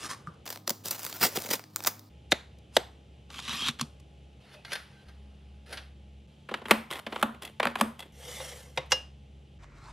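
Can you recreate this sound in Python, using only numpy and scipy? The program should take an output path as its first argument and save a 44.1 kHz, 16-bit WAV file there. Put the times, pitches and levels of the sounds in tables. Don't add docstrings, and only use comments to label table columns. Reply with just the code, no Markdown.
import sys
import numpy as np
from scipy import signal
from scipy.fft import rfft, irfft, next_fast_len
from scipy.io import wavfile
from scipy.ndimage import uniform_filter1d, map_coordinates

SR = 44100
rng = np.random.default_rng(int(sys.argv[2]) if len(sys.argv) > 2 else 0)


def level_to_linear(level):
    exponent = np.asarray(level, float) / 20
    return 10 ** exponent


def transcribe(u):
    v = np.clip(np.atleast_2d(u).T, -1, 1)
    q = np.round(v * 32767).astype(np.int16)
    wavfile.write(sys.argv[1], SR, q)


N = 437472
T = np.arange(N) / SR


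def unit(x):
    return x / np.sqrt(np.mean(x ** 2) + 1e-20)


def along(points, hz):
    f, v = np.transpose(points)
    return np.interp(np.log(hz + 1), np.log(f + 1), v)


def filtered(x, response):
    m = next_fast_len(x.shape[-1] + 8192)
    spectrum = rfft(x, m) * response(np.fft.rfftfreq(m, 1 / SR))
    return irfft(spectrum, m)[..., :x.shape[-1]]


def causal(points):
    def response(hz):
        cepstrum = irfft(np.log(level_to_linear(np.maximum(along(points, hz), -90))))
        half = len(cepstrum) // 2
        cepstrum[1:half] *= 2
        cepstrum[half + 1:] = 0
        return np.exp(rfft(cepstrum))
    return response


def thud_body_edge(x):
    def band(hz, kind):
        return signal.sosfilt(signal.butter(2, hz, kind, fs=SR, output="sos"), x)
    thud, edge = band(700, "low"), band(4500, "high")
    return thud, x - thud - edge, edge


def wobble(rate):
    return map_coordinates(rng.standard_normal(int(N * rate / SR) + 4), [T * rate])


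def wavering(x, patchy_db):
    z = signal.stft(x, nperseg=1024)[2]
    field = uniform_filter1d(rng.standard_normal(z.shape), size=4, axis=0)
    field = uniform_filter1d(field, size=5, axis=1)
    return signal.istft(z * level_to_linear(patchy_db * unit(field)), nperseg=1024)[1][:N]


def swells(rows, rise_db, fall_db, bend):
    u = np.linspace(0, 1, 8)

    def away(top, far, db, drop_db):
        return np.transpose([top + (far - top) * u, db - drop_db * u ** abs(bend)])

    return [np.vstack([away(top, start, db, rise_db)[::-1], away(top, end, db, fall_db)[1:]])
            for start, top, end, db in rows]


RISE_SHARE, SLOWEST_RISE_S = .08, .0015


def strikes(hits, crack, modes, thud_db, ring_db, soft=0):
    out, t = np.zeros(N + SR), np.arange(SR // 3) / SR
    s, db, weight, edge, length = np.transpose(hits)[:, :, None]
    hold_and_stop = level_to_linear(-60 * (t / np.maximum(length, .002)) ** 1.324)
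    rise = 1 - np.exp(-t / np.clip(RISE_SHARE * length, .0001, SLOWEST_RISE_S))
    chatter = hold_and_stop * rise
    rattle = filtered(rng.standard_normal(chatter.shape) * chatter, causal(crack))
    low, body, high = [x / np.abs(x).max(1, keepdims=True) for x in thud_body_edge(rattle)]
    sound = body + level_to_linear(weight + thud_db - soft * edge) * low + level_to_linear(edge) * high
    strength = rng.normal(0, 1.0, (len(s), len(modes)))
    for k, (hz, level, t60) in enumerate(modes):
        fade = level_to_linear(weight + ring_db + level + strength[:, k, None] - 60 * t / t60)
        build_up = 1 - np.exp(-t * hz / 1.3)
        sound += fade * np.sin(2 * np.pi * hz * t) * build_up
    for at, row in zip(np.round(s[:, 0] * SR).astype(int), level_to_linear(db) * sound):
        out[at:at + len(t)] += row
    return out[:N]


USUAL_DB = -45


def rubbing(strokes, colour, peaks, peak_db, slips, slip_db, rough_db, thud, edge):
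    size = level_to_linear(slip_db + rng.normal(0, 1.4, N)) * (rng.random(N) < slips / SR)
    scrape = wavering(rng.standard_normal(N), patchy_db=3.0)
    grit = scrape * (1 + 40 * uniform_filter1d(size, size=40)) * level_to_linear(rough_db * wobble(82))

    def coloured(f):
        ringing = 1 + sum(level_to_linear(peak_db + db) * 1j * f * w / (c * c - f * f + 1j * f * w) for c, w, db in peaks)
        return level_to_linear(along(colour, f)) * ringing

    bands = thud_body_edge(filtered(grit, coloured))
    db = np.max([np.interp(T, *np.transpose(stroke), -200, -200) for stroke in strokes], 0)
    tilts = [db + over_db + grows * (db - USUAL_DB) for over_db, grows in (thud, (0, 0), edge)]
    gains = uniform_filter1d((db > -150) * level_to_linear(tilts), size=60)
    return sum(gain * unit(band) for gain, band in zip(gains, bands))


# (start [s], playback speed [ratio], hum, 2nd and 3rd harmonic [dB before the lift], rumble [dB], hiss [dB])
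SHOTS = [(0, 1, -62, -61.5, -66, -55.5, -68), (.455, 1.5, -58, -69, -65, -59, -70.5),
         (2.095, 1, -54, -65, -69, -57, -68.5), (4.401, 1, -62, -61.5, -65.5, -59.5, -66.5),
         (5.05, 1, -50, -65, -62, -59, -69.5), (6.27, 1.05, -60, -62.5, -65, -59.5, -68),
         (8.119, 1, -50.5, -59, -65.5, -58.5, -69.5), (9.585, .7, -52, -87, -58.5, -55, -66)]
HUM_HZ, HUM_LIFT_DB = 68.5, 1.5
# (frequency at speed 1 [Hz], level before the lift [dB])
SIDE_TONES = [(167, -68.5), (829, -76), (9170, -96)]
# (frequency at speed 1 [Hz], level [dB per Hz])
RUMBLE = [(30, -48), (60, 2), (130, 3), (250, -7), (500, -10), (850, -18.5), (1000, -40.5), (1300, -71.5)]
HISS = [(500, -27.5), (1000, -6.5), (1700, -8), (3000, 2.5), (4500, -10), (7000, -15.5), (10000, -21),
        (16000, -40)]
# (frequency [Hz], side minus mid [dB])
WIDTH = [(100, -29), (400, -11.5), (1200, -1), (4000, -20), (12000, -3.5)]


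def room_tone():
    out = np.zeros((2, N))
    ends = [row[0] for row in SHOTS[1:]] + [N / SR]
    for (start, speed, *hum_db, rumble_db, hiss_db), end in zip(SHOTS, ends):
        cut = slice(round(start * SR), round(end * SR))
        t = T[cut]
        tones = [(HUM_HZ * (k + 1), db) for k, db in enumerate(hum_db)] + SIDE_TONES
        hum = np.zeros(len(t))
        for hz, db in tones:
            level = level_to_linear(db + HUM_LIFT_DB + 1.4 * wobble(11)[cut])
            hum += level * np.sin(2 * np.pi * (hz * speed * t + rng.random()))

        def noise(shape):
            white = rng.standard_normal(len(t))
            return unit(filtered(white, lambda hz: level_to_linear(along(shape, hz / speed))))

        def air():
            return level_to_linear(rumble_db) * noise(RUMBLE) + level_to_linear(hiss_db) * noise(HISS)

        mid = hum + air()
        side = filtered(air(), lambda hz: level_to_linear(along(WIDTH, hz) + 2.5))
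        fade = np.clip(np.minimum(t - start, end - t) / 0.0046, 0, 1)
        out[:, cut] = fade * np.array([mid + side, mid - side])
    return out


# (frequency [Hz], t60 [s])
LINGER = [(150, 0.063), (1000, 0.38), (4000, 0.35), (12000, .3)]
# (frequency [Hz], level [dB])
WALLS = [(150, -20.5), (500, -13.5), (1500, -15), (5000, -16), (14000, -15)]


def kitchen(x):
    hz, t, z = signal.stft(x, SR, nperseg=256, noverlap=192)
    power = uniform_filter1d(np.abs(z) ** 2, size=3, axis=0)
    keep = level_to_linear(-120 * t[1] / along(LINGER, hz))
    wash = np.array([signal.lfilter([0, 0, 1 - k], [1, -k], row) for k, row in zip(keep, power)])
    noise = signal.stft(rng.standard_normal((2, N)), SR, nperseg=256, noverlap=192)[2]
    noise = noise / np.sqrt(np.mean(np.abs(noise) ** 2))
    shaped = noise * np.sqrt(np.abs(wash)) * level_to_linear(along(WALLS, hz))[:, None]
    shaped[1] *= level_to_linear(along(WIDTH, hz))[:, None]
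    mid, side = signal.istft(shaped, SR, nperseg=256, noverlap=192)[1][:, :N]
    return np.array([mid + side, mid - side])


# (start [s], end [s], first pitch [Hz], last pitch [Hz], peak [dB])
SQUEAKS_AND_TONES = [(3.57, 3.71, 3080, 3520, -33), (3.49, 3.66, 2450, 2800, -45),
                     (3.47, 3.58, 3500, 4300, -43), (4.5, 4.62, 615, 600, -57),
                     (4.54, 4.63, 2640, 2520, -60), (4.89, 5.06, 1560, 1560, -64),
                     (4.93, 5.05, 4000, 4000, -72)]
SQUEAK_EDGE_DB, SQUEAK_FLAT = 48, 4.3
SMOOTH_DB, ROUGH_DB = -70, -48


def squeaks_and_tones():
    out = np.zeros(N)
    for start, end, hz, last_hz, db in SQUEAKS_AND_TONES:
        u = np.clip((T - start) / (end - start), 0, 1)
        smear = np.clip((db - SMOOTH_DB) / (ROUGH_DB - SMOOTH_DB), 0, 1)
        pitch = (hz + (last_hz - hz) * u) * (1 + .03 * smear * wobble(190))
        tone = np.sin(2 * np.pi * np.cumsum(pitch) / SR) * (1 + .55 * smear * wobble(140))
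        level = level_to_linear(db - SQUEAK_EDGE_DB * abs(2 * u - 1) ** SQUEAK_FLAT)
        out += (u > 0) * (u < 1) * level * tone
    return out


# (time [s], level [dB])
WIPE = [
    [(9.585, -72.5), (9.639, -52), (9.667, -66.5), (9.746, -62), (9.758, -59), (9.896, -50), (9.92, -56)],
]
# (frequency [Hz], level [dB per Hz])
SINK = [(120, -34), (200, 3), (500, -24), (548, -16.5), (612, 14.5), (1230, 19), (8270, -12),
        (16000, -42.5)]


def sponge():
    return rubbing(WIPE, SINK, [], peak_db=0, slips=30, slip_db=3.5, rough_db=1.0,
                   thud=(-13, -.05), edge=(-6, .1))


# (start [s], strongest [s], end [s], peak [dB])
CARTON = [(0, .05, .082, -32.5), (.085, .108, .15, -31.5), (.16, .17, .26, -58), (.26, .274, .314, -57),
          (.314, .344, 0.36, -62)]
# (frequency [Hz], level [dB per Hz])
CARD = [(120, -47.5), (200, -21), (387, -21), (867, -16), (1180, -3.5), (1740, -6), (5230, -20),
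        (10300, -31), (16000, -49)]
# (frequency [Hz], width [Hz], level [dB])
BOX = [(1180, 140, 0.5), (5200, 270, -21.5)]
# (time [s], body peak [dB], weight [dB], edge over body [dB], length [s])
CARTON_DROP = [(0.271, -40.5, 5.6, -8, 0.0052)]
# (frequency [Hz], level [dB], t60 [s])
EMPTY_BOX = [(168, 6.5, 0.056), (258, -4, 0.037), (1205, -1.5, 0.045)]
# (frequency [Hz], level [dB per Hz])
TRAY_CRACK = [(59, -54), (100, -15.5), (595, -13.5), (1080, -3.5), (2040, -3), (2580, -3.5), (3620, -4.5),
              (4470, -8.5), (6020, -12), (12000, -21), (14000, -48)]


def carton():
    rub = rubbing(swells(CARTON, 12, 12.7, 1.34), CARD, BOX, peak_db=-0.5, slips=200, slip_db=-2,
                  rough_db=-0.7, thud=(-3, -.25), edge=(-6, .05))
    return rub + strikes(CARTON_DROP, TRAY_CRACK, EMPTY_BOX, thud_db=4.5, ring_db=5.0)


# (time [s], level [dB])
SLIDE = [
    [(3.29, -73), (3.304, -50.5), (3.394, -37.5), (3.41, -44.5), (3.45, -38), (3.478, -39), (3.492, -32.5),
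     (3.6, -34), (3.676, -31.5), (3.688, -25), (3.702, -37), (3.724, -55), (3.76, -66)],
    [(3.788, -40), (3.798, -42), (3.812, -34.5), (3.834, -54), (3.9, -86)],
]
# (frequency [Hz], width [Hz], level [dB])
HOLDER = [(240, 31, 10.5), (1170, 104, 5.5), (2740, 250, -8), (3420, 1160, 3), (5700, 180, -15)]
# (time [s], body peak [dB], weight [dB], edge over body [dB], length [s])
KNOCKS = [(3.302, -36, -27, -20, 0.015), (3.341, -33, -16, -20, 0.028), (3.389, -29, -26, -17, 0.018),
          (3.477, -26.5, -7.5, -11, 0.025), (3.508, -30, -27, -20, 0.016), (3.526, -25.5, -7, -8, 0.031),
          (3.668, -29, -28, -17, 0.02), (3.683, -22, -3.5, 2, 0.018), (3.795, -23.5, -19, -13.5, 0.011),
          (3.811, -17, -7, 2, 0.013), (3.825, -37.5, 1, -13, 0.02), (3.998, -55.5, -3, 6.5, 0.021)]
# (frequency [Hz], level [dB], t60 [s])
HOLLOW = [(145, 2, 0.081), (233, 3, 0.088), (1105, 1.1, 0.029)]


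def holder_slide():
    slide = rubbing(SLIDE, TRAY_CRACK, HOLDER, peak_db=3.5, slips=120, slip_db=2.0, rough_db=0.5,
                    thud=(-8, -.45), edge=(-5, -.05))
    return slide + strikes(KNOCKS, TRAY_CRACK, HOLLOW, thud_db=-17, ring_db=-2)


# (time [s], level [dB])
DRAG = [
    [(8.12, -63.5), (8.234, -48), (8.314, -43), (8.386, -42.5), (8.408, -44), (8.434, -42), (8.608, -51.5),
     (8.72, -61.5), (8.756, -66), (8.768, -49)],
    [(8.86, -60), (8.892, -78), (8.914, -34.5)],
]
# (frequency [Hz], level [dB per Hz])
STONE = [(120, -45.5), (200, -10), (236, -23), (500, -4), (883, -9), (3070, -18), (10300, -22),
         (13800, -28.5), (16000, -71.5)]
# (frequency [Hz], width [Hz], level [dB])
DISH = [(511, 52, -9), (2090, 170, -0.5), (3135, 510, 0), (5600, 290, -9.5)]
# (time [s], body peak [dB], weight [dB], edge over body [dB], length [s])
DISH_HITS = [(8.4, -30, -1.5, -8, 0.041), (8.773, -14.5, -9, -10, 0.0314), (8.92, -13, -10.5, 0.5, 0.037)]
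# (frequency [Hz], level [dB per Hz])
GLASS_CRACK = [(100, -22), (300, -12), (600, 0), (1100, -2), (2100, -5), (3800, -10), (6500, -22),
               (12000, -34), (16000, -70)]
# (frequency [Hz], level [dB], t60 [s])
BASE = [(140, -6, .1), (522, 0, .11), (850, -6, .04), (1098, -16, .12), (2070, -10, .11), (2837, -18, .1),
        (3750, -14, .12)]


def dish():
    drag = rubbing(DRAG, STONE, DISH, peak_db=12, slips=370, slip_db=-15.5, rough_db=1.0,
                   thud=(-6, -.15), edge=(-2, .05))
    return drag + strikes(DISH_HITS, GLASS_CRACK, BASE, thud_db=-2.5, ring_db=-0.5)


# (time [s], body peak [dB], weight [dB], edge over body [dB], length [s])
LID_HITS = [(8.918, -9.5, -7.5, -2, 0.025)]
# (frequency [Hz], level [dB per Hz])
LID_CRACK = [(120, -55), (200, -26.5), (933, -0.5), (2610, -6.5), (2910, -10.5), (4270, -11), (4680, 0.5),
             (9580, -29), (14300, -45), (16000, -80)]
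# (frequency [Hz], level [dB], t60 [s])
GLASS = [(1658, -20, .22), (2837, 0, .22), (4070, -19, .15), (5080, -23, .3), (5437, -7, .12),
         (6401, -12, .1), (11460, -32, .13)]


def lid():
    return strikes(LID_HITS, LID_CRACK, GLASS, thud_db=-33, ring_db=-0.7)


# (time [s], level [dB])
PEEL = [
    [(.455, -54), (.53, -41.5), (.54, -49), (.66, -81.5), (.675, -47), (.784, -84.5), (.83, -60.5)],
    [(.835, -53), (.865, -39), (.92, -40), (1.0, -46.5), (1.032, -42), (1.1, -45), (1.205, -45.5),
     (1.275, -49), (1.35, -47.5), (1.505, -43), (1.59, -59)],
    [(1.7, -69), (1.855, -46), (1.9, -70.5), (2.09, -69.5)],
]
# (start [s], strongest [s], end [s], peak [dB])
RIP = [(1.205, 1.247, 1.296, -24), (1.348, 1.364, 1.396, -27), (1.503, 1.514, 1.54, -23.5),
       (1.515, 1.538, 1.571, -26.5)]
# (time [s], body peak [dB], weight [dB], edge over body [dB], length [s])
FILM_SNAPS = [(.462, -32, -20, -19.5, .026), (.474, -27, -16, -6.5, .025), (.49, -34, -22, 8.5, 0.0061),
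              (.502, -25, -24, 3, 0.016), (.528, -40, -8, -7, .01), (.559, -27.5, -9, -2.5, .004),
              (.573, -31, -12, -2, .006), (.676, -14, -10, 0.5, .01), (.694, -15.5, -30, 6, .011),
              (.703, -16.5, -4, 5.5, 0.015), (.857, -25.5, -5, 8.5, .008), (.883, -31.5, -9, 11, .01),
              (.908, -22, -8.5, 8, .02), (.928, -33, -9, -6, .02), (.993, -29.5, -9, 7, 0.0083),
              (1.003, -36.5, -9, 2, .011), (1.031, -35, -19, 10.5, 0.01), (1.049, -25, -26, 7, 0.0084),
              (1.064, -23.5, -23, 4.5, 0.007), (1.097, -35, -20, 9, 0.0086),
              (1.126, -26.5, -18, -4, 0.0095), (1.198, -35.5, -21, 5.5, .011), (1.212, -26, -11, 5, .01),
              (1.252, -15, -3.5, 4, 0.0086), (1.372, -16.5, -0.5, -1, .008),
              (1.402, -35.5, -10, 6.5, 0.011), (1.421, -29, -9.5, 10.5, 0.0047),
              (1.438, -38, -17, 9.5, .01), (1.447, -28.5, -1, -2.5, 0.011), (1.472, -33.5, 1, -2, .011),
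              (1.489, -25.5, -2, -5, 0.0081), (1.594, -27, -22, -10, 0.0039),
              (1.639, -34, -21, -28, 0.0068), (1.76, -19, -27.5, 9, 0.0053), (1.767, -30, -22, 4, .006),
              (1.804, -28, -9, -5, .007), (1.824, -39, -15, 8, 0.0087), (1.838, -27.5, -14, 7, 0.0075),
              (1.847, -20.5, -18, -11.5, .01), (1.861, -21, -21, 4, .01), (1.866, -18, -25, 4, 0.065),
              (1.87, -12, -15, 3.5, 0.021), (1.993, -44, -12, 12.5, .01)]
# (frequency [Hz], level [dB per Hz])
FILM_CRACK = [(59, -49), (100, -15.5), (310, -9), (392, -8.5), (829, -4.5), (3320, -10.5), (5100, -7.5),
              (10300, -16), (13900, -10.5), (16500, -8)]
# (frequency [Hz], level [dB], t60 [s])
TRAY = [(231, -4, .06), (360, -3, .05), (545, 0, .04), (760, -3, .025), (3600, -4, .015)]


def film():
    peel = rubbing(PEEL, FILM_CRACK, [], peak_db=0, slips=470, slip_db=0.0, rough_db=-3.0,
                   thud=(-8, -.25), edge=(1.8, .02))
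    rip = rubbing(swells(RIP, 12, 24, 1.9), FILM_CRACK, [], peak_db=0, slips=870, slip_db=-6, rough_db=3.5,
                  thud=(-4, -.1), edge=(1.5, -.1))
    return peel + rip + strikes(FILM_SNAPS, FILM_CRACK, TRAY, thud_db=-3.0, ring_db=-8.5, soft=.1)


# (start [s], strongest [s], end [s], peak [dB])
GROPE = [(4.4, 4.544, 4.69, -48), (4.64, 4.655, 6.1, -50), (4.69, 4.726, 4.76, -32),
         (5.05, 5.09, 5.2, -51.5), (5.66, 5.732, 5.9, -38)]
# (time [s], body peak [dB], weight [dB], edge over body [dB], length [s])
BAR_HITS = [(4.648, -32, -15, -28, 0.022), (4.718, -23, -19, -18, 0.025), (4.73, -20, -16.5, -3, 0.029),
            (4.753, -23, -21, -12, 0.031), (5.083, -53, -4, -17, 0.038), (5.725, -27.5, -20, -5.5, 0.057),
            (5.771, -28, -26, -24, 0.061)]
# (frequency [Hz], level [dB per Hz])
BAR_CRACK = [(59, -48), (100, -31), (524, -11), (1100, -10.5), (1520, -2), (2420, -6.5), (4770, -11),
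             (7450, -27.5), (10000, -18.5), (16000, -43)]
# (frequency [Hz], level [dB], t60 [s])
BAR = [(600, -2, 0.035), (1582, 4, 0.1), (2140, -12, 0.09), (3500, -6, .08), (4300, -4, 0.09)]


def light_bars():
    hand = rubbing(swells(GROPE, 17.3, 31, 0.5), BAR_CRACK, [], peak_db=0, slips=120, slip_db=-3.5,
                   rough_db=-0.2, thud=(-5, -.15), edge=(-9, .15))
    return hand + strikes(BAR_HITS, BAR_CRACK, BAR, thud_db=5, ring_db=0.5)


# (start [s], strongest [s], end [s], peak [dB])
REACH = [(2.295, 2.316, 2.319, -43), (2.69, 2.76, 2.765, -47)]
# (time [s], body peak [dB], weight [dB], edge over body [dB], length [s])
NAIL_TAPS = [(2.319, -3, -14, -13, 0.0067), (2.322, -5.5, -6, -11, .014), (2.585, -58, 6, 5, 0.016),
             (2.766, -2, -12.5, -10, .006), (2.768, -4, -8, -7, .013)]
# (frequency [Hz], level [dB per Hz])
TAP_CRACK = [(59, -50), (100, -20), (595, 1), (1080, -12), (2040, -4), (2580, -12), (3620, -4),
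             (4470, -11.5), (6020, -14.5), (12900, -27.5), (16000, -46.5)]


def nail_taps():
    reach = rubbing(swells(REACH, 37, 3, .9), TRAY_CRACK, [], peak_db=0, slips=100, slip_db=-2.5,
                    rough_db=0.0, thud=(-14, -.1), edge=(8, .6))
    return reach + strikes(NAIL_TAPS, TAP_CRACK, TRAY, thud_db=-0.3, ring_db=-12)


# (start [s], strongest [s], end [s], peak [dB])
NUDGE = [(6.47, 6.55, 6.6, -52), (6.64, 6.702, 6.706, -34.5), (6.9, 6.906, 7.0, -32.5),
         (7.05, 7.217, 7.221, -38), (7.415, 7.42, 7.5, -45.5), (7.6, 7.69, 7.72, -43),
         (7.74, 7.802, 7.806, -34.5), (7.98, 7.99, 8.07, -51)]
# (frequency [Hz], width [Hz], level [dB])
SLOT = [(1125, 270, -14.5), (2060, 210, 1.5), (3330, 350, -2.5)]
# (time [s], body peak [dB], weight [dB], edge over body [dB], length [s])
SLOT_TICKS = [(6.924, -36, -12, -6, .014), (6.933, -31, -16, 0.5, 0.015), (6.954, -34.5, -11, -2, 0.026),
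              (7.421, -32, -15, 1.5, 0.018), (7.431, -42, -15, 8, 0.017), (7.449, -37, -10, 6.5, 0.029),
              (7.475, -38.5, -10, -2, .013), (7.992, -36, -15, 2, .02), (8.002, -30.5, -15.5, -1, 0.027),
              (8.024, -37.5, -9, -5, 0.035)]
# (frequency [Hz], level [dB], t60 [s])
SLOT_RING = [(1090, -20, .03), (2044, 0.5, 0.037), (2660, -2, 0.033), (3370, 3, 0.033)]
# (time [s], body peak [dB], weight [dB], edge over body [dB], length [s])
DOCK_HITS = [(6.487, -28.5, -14.5, -24.5, 0.049), (6.511, -30.5, -4.5, -38.5, 0.044),
             (6.539, -17.5, -22, -33, 0.028), (6.616, -36, -8.5, -35.5, 0.029),
             (6.654, -25.5, -10.5, -25, 0.033), (6.708, -0.5, -20, -6.5, 0.023),
             (6.714, -12, -3.5, -10, 0.019), (7.064, -22, -10, -24.5, 0.036),
             (7.123, -25, -16.5, -41, 0.043), (7.159, -21, -20, -27, 0.024),
             (7.226, -5.5, -12.5, -10, 0.02), (7.344, -39, -2, -11, 0.029), (7.598, -11, -23, -22, 0.023),
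             (7.628, -15.5, -26.5, -22, 0.027), (7.641, -21, -13, -22, 0.042), (7.653, -8, -14.5, -16, .01),
             (7.669, -13.5, -13.5, -19, 0.02), (7.754, -16, -23, -14, 0.025),
             (7.786, -29.5, -11, -7.5, 0.046), (7.81, -6.5, -11, -3.5, 0.015)]
# (frequency [Hz], level [dB per Hz])
DOCK_CRACK = [(59, -34), (100, -27.5), (335, -3), (1080, 0.5), (1680, -3), (2000, -6), (3120, -6.5),
              (6150, -29), (6700, -26.5), (11600, -26), (16000, -40.5)]
# (frequency [Hz], level [dB], t60 [s])
DOCK = [(221.4, 1, 0.23), (233.6, -6, 0.33), (280, -6, 0.15), (559.3, -5, 0.12), (844, -10, .08),
        (1140, -7, 0.1), (1420, -13.5, .16), (1800, -17.5, .15), (3558, -17.5, .12)]


def dock():
    nudge = rubbing(swells(NUDGE, 21, 8, 1.0), DOCK_CRACK, SLOT, peak_db=1, slips=420, slip_db=6,
                    rough_db=-1.5, thud=(-4, -.4), edge=(-7, .1))
    ticks = strikes(SLOT_TICKS, DOCK_CRACK, SLOT_RING, thud_db=-1.5, ring_db=6.5)
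    clicks = strikes(DOCK_HITS, DOCK_CRACK, DOCK, thud_db=-14, ring_db=-6.5, soft=0.66)
    return nudge + ticks + clicks


# (time [s], level [dB])
NEAR_WALL = [(0, 3), (.455, -1), (2.095, -3), (3.29, -4), (4.4, 7), (6.27, 2), (8.12, 2)]


def scene():
    near = squeaks_and_tones() + sponge() + carton() + holder_slide() + dish()
    near = near + film() + light_bars() + nail_taps() + dock()
    clink = lid()
    start, wall_db = np.transpose(NEAR_WALL)
    wall_gain = level_to_linear(wall_db[np.searchsorted(start, T, "right") - 1])
    sent = (near + level_to_linear(-8.5) * clink) * wall_gain
    return near + clink + kitchen(sent) + room_tone()


def top_cut(x):
    return signal.sosfilt(signal.butter(12, 16960, fs=SR, output="sos"), x)


# (frequency [Hz], side minus mid before a 5.5 dB cut [dB])
PORTS = [(60, -32), (180, -35.5), (350, -27), (700, -14), (1400, -13), (2800, -21), (6000, -4), (14000, 2)]
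OFF_AXIS_DB = [.1, .1, .1, .1, .1, .1, .1, 0.082]


def record(dry):
    shot = np.searchsorted([row[0] for row in SHOTS], T, "right") - 1
    quarter_turn = filtered(dry.mean(0), lambda hz: -1j * level_to_linear(along(PORTS, hz) - 5.5))
    lag = level_to_linear(OFF_AXIS_DB)[shot] * quarter_turn
    # (frequency [Hz], level [dB])
    span = [(20, -14), (48, 0), (15300, 0), (16100, -16), (16900, -24), (17200, -90)]
    both = filtered(dry + np.array([lag, -lag]), lambda hz: level_to_linear(along(span, hz)))
    both = filtered(both, lambda hz: np.exp(-2j * np.pi * 1.1 * np.log1p(hz / 60)))
    return top_cut(both)


dry = scene()
out = record(dry)
transcribe(out)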